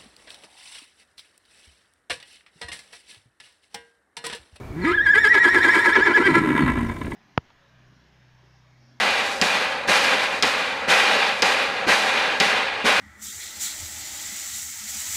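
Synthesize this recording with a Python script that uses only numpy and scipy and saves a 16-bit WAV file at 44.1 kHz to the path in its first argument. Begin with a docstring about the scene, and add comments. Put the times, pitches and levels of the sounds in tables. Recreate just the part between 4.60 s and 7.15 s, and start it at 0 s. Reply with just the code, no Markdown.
"""Whinny across a paddock

A horse's low grunt jumps into a high, quavering squeal. In the dips a second, lower voice breaks in
and shakes it, roughest past the middle of the call. Both ring through the throat's resonances, then
the call sinks into a fluttering nicker that slows to single flaps of air.
Light wind rumbles over the open dirt; the pens answer faintly."""
import sys
import numpy as np
from scipy import signal
from scipy.fft import rfft, irfft, next_fast_len
from scipy.io import wavfile
from scipy.ndimage import map_coordinates

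SR = 44100
rng = np.random.default_rng(int(sys.argv[2]) if len(sys.argv) > 2 else 0)


def dump(signal):
    """Clip the signal to [-1, 1] and save it as 16-bit WAV at the path in sys.argv[1]."""
    limited = np.clip(np.atleast_2d(signal).T, -1, 1)
    pcm = np.round(limited * 32767).astype(np.int16)
    wavfile.write(sys.argv[1], SR, pcm)


N = 112454

# the squeal's rise and end, ahead of the throat (time [s], pitch [Hz], level [dB])
SQUEAL_ENDS = [(.24, 1000, -58.5), (.28, 1243, -12.5), (.308, 1274, -16), (1.82, 1300, -38)]
# its quavers: a crest, then a dip, each (time [s], pitch [Hz], level [dB])
QUAVERS = [(.362, 1781, -17.5, .392, 1602, -13), (.437, 1884, -19, .478, 1598, -10.5),
           (.525, 1766, -12.5, 0.55, 1530, -11), (.618, 1851, -11.5, .66, 1600, -11.5),
           (.718, 1941, -11, .768, 1631, -15), (.818, 1926, -11, .868, 1591, -13.5),
           (.922, 1893, -12.5, 1, 1566, -17), (1.025, 1867, -10, 1.072, 1557, -14),
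           (1.13, 1869, -11, 1.16, 1558, -16.5), (1.235, 1866, -12.5, 1.31, 1549, -16.5),
           (1.343, 1846, -11.5, 1.39, 1442, -15), (1.448, 1776, -12.5, 1.52, 1400, -18.5),
           (1.555, 1726, -12, 1.603, 1335, -21), (1.658, 1604, -12.5, 1.73, 1253, -30),
           (1.755, 1404, -16.5, 1.785, 1345, -17.5)]
# its overtones, ahead of tilt and resonances (multiple of the pitch, level [dB])
OVERTONES = [(2, -24.5), (3, -30.5), (4, -40.5), (5, -47.5), (6, -41.5), (7, -45)]
# their tilt, round to shrill (time [s], tilt [dB per overtone])
OVERTONE_TILT = [(.31, 2), (.36, -16), (.41, -12), (.46, -3), (.6, 0), (.75, -1), (1.3, -0.5), (1.6, 0)]
# low voice (time [s], length [s], pitch [Hz], tone [dB], rasp [dB], hiss [dB], roughness [0-1])
BURSTS = [(.482, 0.055, 420, -55, -27, -44, 0.6), (0.571, 0.058, 431.4, -26, -19.5, -39, 0),
          (.664, 0.05, 427.9, -27.5, -18, -34.5, 0.08), (0.767, 0.069, 385.2, -26.5, -16.5, -39, 0.62),
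          (0.871, 0.083, 345, -24.5, -18.5, -35.5, 0.69), (.972, 0.083, 349.9, -21.5, -19, -35.5, 0.62),
          (1.073, 0.094, 335, -24, -18.5, -34.5, 0.79), (1.177, .1, 340.5, -25.5, -17, -34, 0.87),
          (1.283, 0.095, 333.9, -24, -17.5, -36.5, 0.86), (1.387, 0.094, 355.1, -21.5, -17.5, -47.5, .7),
          (1.496, 0.1, 364.6, -21, -19, -46.5, .7), (1.603, .1, 354.9, -19, -20, -41.5, 0.62),
          (1.694, 0.088, 335, -16.5, -19.5, -39.5, 0.26), (1.772, 0.068, 338.9, -16, -17, -37, 0.32)]
# envelope of a burst (time from its middle [lengths], tone [dB], rasp [dB], hiss [dB])
BURST_ENVELOPE = [(-0.88, -33, -38, -33), (-.4, -17.5, -5.5, -6.5), (-0.24, -3.5, 1.5, -1),
                  (-0.032, 1.5, -9.5, -6.5), (0.2, -3, -3.5, -3), (0.29, -21, -11, -7.5),
                  (0.66, -54, -24.5, -24)]
# opening grunt (time [s], pitch [Hz], tone [dB], rasp [dB])
GRUNT = [(.06, 104.8, -51, -57), (.13, 125, -46, -70), (.17, 161.4, -33, -43), (.236, 187.5, -31, -32.5),
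         (.25, 285.7, -20.5, -23.5), (.28, 337, -21, -28.5), (.318, 361.2, -18, -25.5),
         (.335, 350, -40.5, -34), (.368, 352, -31, -51), (.39, 352, -55, -74)]
# the nicker's fade (time [s], chest [dB], rasp [dB])
NICKER_LEVELS = [(1.8, -17, -31), (1.814, -23.5, -29.5), (1.894, -20, -23.5), (1.938, -25.5, -29),
                 (1.978, -20.5, -19.5), (2.054, -21, -30), (2.092, -22.5, -22.5), (2.15, -31.5, -37.5),
                 (2.194, -25.5, -29), (2.28, -33.5, -41), (2.3, -28, -31.5), (2.346, -39.5, -40),
                 (2.476, -31.5, -36), (2.482, -24.5, -44), (2.516, -42, -31), (2.55, -28, -42)]
# its sinking and slowing (time [s], pitch [Hz], flutter [Hz])
NICKER_RATES = [(1.8, 325.8, 81), (1.95, 294.2, 78.5), (2.08, 256.3, 67.6), (2.2, 234.8, 54),
                (2.5, 213.7, 36)]
# strongest flaps (time [s], level [dB])
FLAPS = [(1.712, -28), (2.025, -22), (2.064, -22), (2.088, -19.5), (2.159, -28), (2.177, -25.5),
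         (2.299, -26), (2.367, -32.5), (2.416, -28), (2.448, -29.5), (2.469, -29.5), (2.521, -27.5)]
# squeaks of air (time [s], length [s], start pitch [Hz], end pitch [Hz], level [dB])
SQUEAKS = [(0.213, 0.037, 4500, 3910, -46), (2.001, 0.051, 4530, 4160, -48),
           (2.243, 0.065, 6300, 4900, -61)]
# wind buffets (time [s], level [dB])
GUSTS = [(0.0, -46), (0.04, -34.5), (0.15, -40.5), (1.36, -51), (1.41, -43.5), (1.55, -49), (1.84, -36),
         (1.89, -38), (1.95, -29.5), (1.99, -58), (2.04, -25), (2.09, -29), (2.52, -35), (2.55, -41)]
# throat and upper resonances (centre [Hz], width [Hz], level [dB])
THROAT_RESONANCES = [(1017, 116, -2), (1361, 115, -6), (1693.8, 70, 2), (1970, 128, 2), (2248, 31, -0.5),
                     (2354, 79, 2), (2980, 88, -14.5), (3560, 57, -7), (5330, 170, -15)]
UPPER_RESONANCES = [(3064, 144, -2.5), (3223, 120, -1.5), (3510, 215, -3), (4134, 240, 2), (4800, 260, 0),
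                    (5380, 150, 1), (6890, 440, -1), (7270, 200, -9), (8120, 500, -3), (8940, 450, -8.5),
                    (10960, 1100, -16)]
# tone colour of each layer (frequency [Hz], level [dB])
RASP_EQ = [(300, -12), (600, 3), (800, -5.5), (940, 3), (1070, -1.5), (1160, -4), (1330, 0.5), (2280, 2),
           (2400, -10.5), (2650, -9.5), (4000, -7), (6000, -12), (15000, -25)]
HISS_EQ = [(2000, -35), (3200, 5), (6000, -3.5), (9000, -0.5), (10500, -6), (15500, -11)]
GROWL_EQ = [(90, -40), (190, -15), (270, 1.5), (400, 1), (500, -7), (600, -9), (800, -31), (4000, -110)]  # the low voice's rough edge
THROATY_EQ = [(400, -31), (620, -9), (880, 2), (1100, 5.5), (1330, 8), (1650, -19), (3000, -72)]  # its chesty harmonics
NICKER_RASP_EQ = [(300, -2), (580, 6.5), (780, -7), (1000, 6.5), (1170, 4), (1400, 3), (2280, -3.5),
                  (2400, -17.5), (2700, -7.5), (3800, -9.5), (5500, -37), (15000, -29)]
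NICKER_HISS_EQ = [(3000, -1), (6000, -10.5), (6700, -5.5), (7500, -9.5), (9100, -2), (10000, -17),
                  (11200, -8.5), (12200, -15), (15500, -29.5)]
CHEST_EQ = [(30, -17), (70, -26.5), (150, 1), (195, -8.5), (250, 4), (370, -4.5), (480, -19.5), (800, -28),
            (4000, -110)]
WIND_EQ = [(15, -23), (40, -9.5), (75, -1.5), (130, -7.5), (250, -20), (800, -39), (4000, -110)]
AIR_EQ = [(30, -16), (90, -9.5), (350, -2.5), (480, -10), (1000, -15.5), (2100, -23), (2300, -14),
          (2480, -28), (5000, -35), (10000, -41), (15500, -43.5)]


def squeal(jitter=0.0392, sidebands=0.61, full_shake_db=-20.5):
    """Two voices at once: the high one swings through the resonances while the low one shakes it."""
    hz, level_db = quavers()
    low, low_phase, rasp_gain, rough = low_voice(hz)
    shake = np.clip(rasp_gain / amp(full_shake_db), 0, 1)
    phase = phase_of(hz * (1 + 0.0038 * wobble(250) + jitter * shake * rough * wobble(700)))
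    tremolo = 1 + sidebands * shake * np.cos(low_phase)
    swell = np.sqrt(2) * amp(level_db) * tremolo * between(0.27, 1.82, .01)
    return filtered(swell * np.sin(phase), throat) + filtered(swell * overtones(phase), upper) + low


def quavers(fall_skew=0.96, rise_skew=.88):
    """Pitch and level glide from crest to dip and back; a skew under 1 moves early in the swing."""
    crests, dips = [q[:3] for q in QUAVERS], [q[3:] for q in QUAVERS]
    times, hz, db = np.transpose(sorted(crests + dips + SQUEAL_ENDS))
    turns = np.arange(len(times))
    step = np.interp(clock(), times, turns)
    falling = np.append(np.diff(hz) < 0, False)[step.astype(int)]
    skew = np.where(falling, fall_skew, rise_skew)
    eased = np.floor(step) + np.sin(np.pi / 2 * (step % 1) ** skew) ** 2
    return np.interp(eased, turns, hz), np.interp(eased, turns, db)


def overtones(phase, flicker_db=4.0, fray_per_s=0.16):
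    """The squeal's overtones strengthen as it turns shrill and fray as the horse tires."""
    tilt_db, = curves(OVERTONE_TILT)
    frayed = phase + fray_per_s * clock() * wobble(650)
    return sum(amp(db + tilt_db * (k - 2) + flicker_db * wobble(90)) * np.sin(k * frayed)
               for k, db in OVERTONES)


def low_voice(high_hz, grain_db=1.2, throaty_cap_db=-32, growl_db=-1):
    """Rasping, breathy bursts from the vocal folds, their pitch bending with the squeal."""
    t = clock()
    offsets, *envelopes = np.transpose(BURST_ENVELOPE)
    gains, rows = np.zeros((3, N)), []
    for s, length, hz, *levels, roughness in BURSTS:
        for gain, db, envelope in zip(gains, levels, envelopes):
            gain += amp(db + np.interp((t - s) / length, offsets, envelope, -np.inf, -np.inf))
        rows.append((s, hz / np.interp(s, t, high_hz), roughness))
    tone_gain, rasp_gain, hiss_gain = gains
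    pitch_ratio, rough = curves(rows)
    tone, buzz, phase = folds(pitch_ratio * high_hz, rough)
    breath = noise() * (1 + 0.22 * np.cos(phase)) * amp(grain_db * wobble(130))
    hiss = shaped(breath, hiss_gain, HISS_EQ, upper)
    throaty = shaped(buzz, np.minimum(tone_gain, amp(throaty_cap_db)), THROATY_EQ, throat)
    growl = shaped(noise(), tone_gain * rough * amp(growl_db), GROWL_EQ)
    rasp = shaped(buzz, rasp_gain, RASP_EQ, throat)
    return tone_gain * tone + rasp + throaty + growl + hiss, phase, rasp_gain, rough


def grunt(octave_cap_db=-32, octave_fade_hz=250, hiss_db=-23):
    """The voice starts low, with a strong octave that fades as the pitch leaps up."""
    hz, tone_db, rasp_db = curves(GRUNT)
    tone, buzz, phase = folds(hz, rough=0.16)
    octave_gain = amp(np.minimum(tone_db, octave_cap_db)) / (1 + (hz / octave_fade_hz) ** 8)
    octave = octave_gain * np.sqrt(2) * np.sin(2 * phase)
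    hiss = shaped(noise(), amp(rasp_db + hiss_db), HISS_EQ, upper)
    rasp = shaped(buzz, amp(rasp_db), RASP_EQ, throat)
    return between(0.055, .39, .02) * (amp(tone_db) * tone + octave + hiss + rasp)


def nicker(start_s=1.802, end_s=2.33, flutter_db=5.0, uneven=0.1399):
    """The low voice sinks, chopped by an uneven flutter that slows down."""
    chest_db, rasp_db = curves(NICKER_LEVELS)
    hz, flutter_hz = curves(NICKER_RATES)
    tone, buzz, _ = folds(hz, rough=.55)
    flutter = amp(flutter_db * np.cos(phase_of(flutter_hz * (1 + uneven * wobble(60)))))
    flutter /= rms(flutter)
    voiced = between(start_s, end_s, 0.018)
    hum = voiced * amp(chest_db - 2) * tone * np.sqrt(flutter)
    rasp = shaped(buzz * flutter, voiced * amp(rasp_db), NICKER_RASP_EQ, throat)
    # chest and breath carry on after the voice stops
    chest_gain = amp(chest_db - 1) * between(start_s - .04, np.inf, 0.31)
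    chest = shaped(noise() * flutter, chest_gain, CHEST_EQ)
    hiss_gain = amp(0.57 * rasp_db - 32) * between(start_s, np.inf, 0.027)
    hiss = shaped(noise() * flutter, hiss_gain, NICKER_HISS_EQ)
    return hum + rasp + chest + hiss


def flaps(attack_s=0.0034, thump_db=1):
    """The flutter ends in single puffs, each with a soft thump."""
    gain = np.zeros(N)
    for s, db in FLAPS:
        age = np.maximum(clock() - s + attack_s, 0) / attack_s
        gain += amp(db) * (age * np.exp(1 - age)) ** 2
    puffs = shaped(noise(), gain, NICKER_RASP_EQ, throat)
    return puffs + shaped(noise(), gain * amp(thump_db), CHEST_EQ)


def squeaks(waver=0.0052):
    """Thin, falling whistles of air just before the squeal and as the call dies."""
    out = np.zeros(N)
    for s, length, start_hz, end_hz, db in SQUEAKS:
        progress = np.clip((clock() - s) / length, 0, 1)
        hz = (start_hz + (end_hz - start_hz) * progress) * (1 + waver * wobble(400))
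        out += amp(db) * np.sin(np.pi * progress) * np.sqrt(2) * np.sin(phase_of(hz))
    return out


def folds(hz, rough, jitter=.13, shimmer=0.5):
    """Vocal folds: a fundamental, and a buzz of pulses that turn to noisy puffs as they roughen."""
    phase = phase_of(hz * (1 + jitter * rough * wobble(330)))
    tone = np.sqrt(2) * (1 + shimmer * rough * wobble(200)) * np.sin(phase)
    pulses = np.diff(np.exp(45 * (np.cos(phase) - 1)), prepend=0)
    puffs = noise() * (1 + 0.93 * np.cos(phase))
    pulses, puffs = [v / rms(filtered(v, throat)) for v in (pulses, puffs)]
    buzz = np.sqrt(1 - rough) * pulses + np.sqrt(rough) * puffs
    return tone, buzz, phase


def throat(f, notch_hz=1790, width_hz=110, notch_db=-8):
    """The main resonances and a notch that the squeal dips through."""
    gap, damping = notch_hz ** 2 - f * f, 1j * f * width_hz
    return ringing(THROAT_RESONANCES, f) * (gap + damping * amp(notch_db)) / (gap + damping)


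def upper(f):
    """Narrow treble resonances that colour the breath and the overtones."""
    return ringing(UPPER_RESONANCES, f)


def yard(x, t60_s=0.52, build_s=0.0081):
    """Scattered echoes from the pens and sheds."""
    t = np.arange(SR // 2) / SR
    tail = rng.standard_normal(len(t)) * amp(-60 * t / t60_s) * (1 - np.exp(-t / build_s))
    return signal.fftconvolve(x, tail / np.linalg.norm(tail))[:N]


def wind(air_db=-40):
    """Low buffeting over a steady bed of air."""
    gust_db, = curves(GUSTS)
    rumble = shaped(noise(), amp(gust_db + 1.5 * wobble(5.21)), WIND_EQ)
    return rumble + shaped(noise(), amp(air_db + wobble(3.73)), AIR_EQ)


def shaped(source, gain, eq, body=lambda f: 1):
    """A source swelling with gain, through an EQ curve and a body; gain sets the rms."""
    hz, db = np.transpose(eq)
    response = lambda f: amp(np.interp(np.log(f + 1), np.log(hz), db)) * body(f)
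    return filtered(source * gain, response) / rms(filtered(source, response))


def ringing(table, f):
    """A bank of resonances, with notches between them."""
    return sum(amp(db) * 1j * f * width / (hz * hz - f * f + 1j * f * width) for hz, width, db in table)


def filtered(x, response):
    """x through a frequency response."""
    size = next_fast_len(N + SR // 2)
    return irfft(rfft(x, size) * response(np.fft.rfftfreq(size, 1 / SR)), size)[:N]


def curves(rows):
    """An automation curve for each column after the time."""
    times, *columns = np.transpose(rows)
    return [np.interp(clock(), times, column) for column in columns]


def between(start, end, fade):
    """A gate with soft edges."""
    return np.clip(np.minimum(clock() - start, end - clock()) / fade + .5, 0, 1)


def wobble(rate):
    """A smooth random curve, rate knots a second."""
    return map_coordinates(rng.standard_normal(8192), [clock() * rate], mode="wrap")


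def noise():
    """White noise."""
    return rng.standard_normal(N)


def phase_of(hz):
    """Running phase of a gliding pitch."""
    return 2 * np.pi * np.cumsum(hz) / SR


def amp(db):
    """Decibels to gain."""
    return 10 ** (np.asarray(db) / 20)


def rms(x):
    """Average level."""
    return np.sqrt(np.mean(x ** 2) + 1e-20)


def clock():
    """The time of each sample."""
    return np.arange(N) / SR


def scene(echo_db=-11.5):
    """The horse, its echo and the wind, in mono."""
    horse = grunt() + squeal() + nicker() + flaps() + squeaks()
    return (horse + amp(echo_db) * yard(horse) + wind())[None]


def record(dry, top_hz=15700):
    """A brick-wall cut takes off the highest treble."""
    return filtered(dry[0], lambda hz: hz < top_hz)[None]


dry = scene()
out = record(dry)
dump(out)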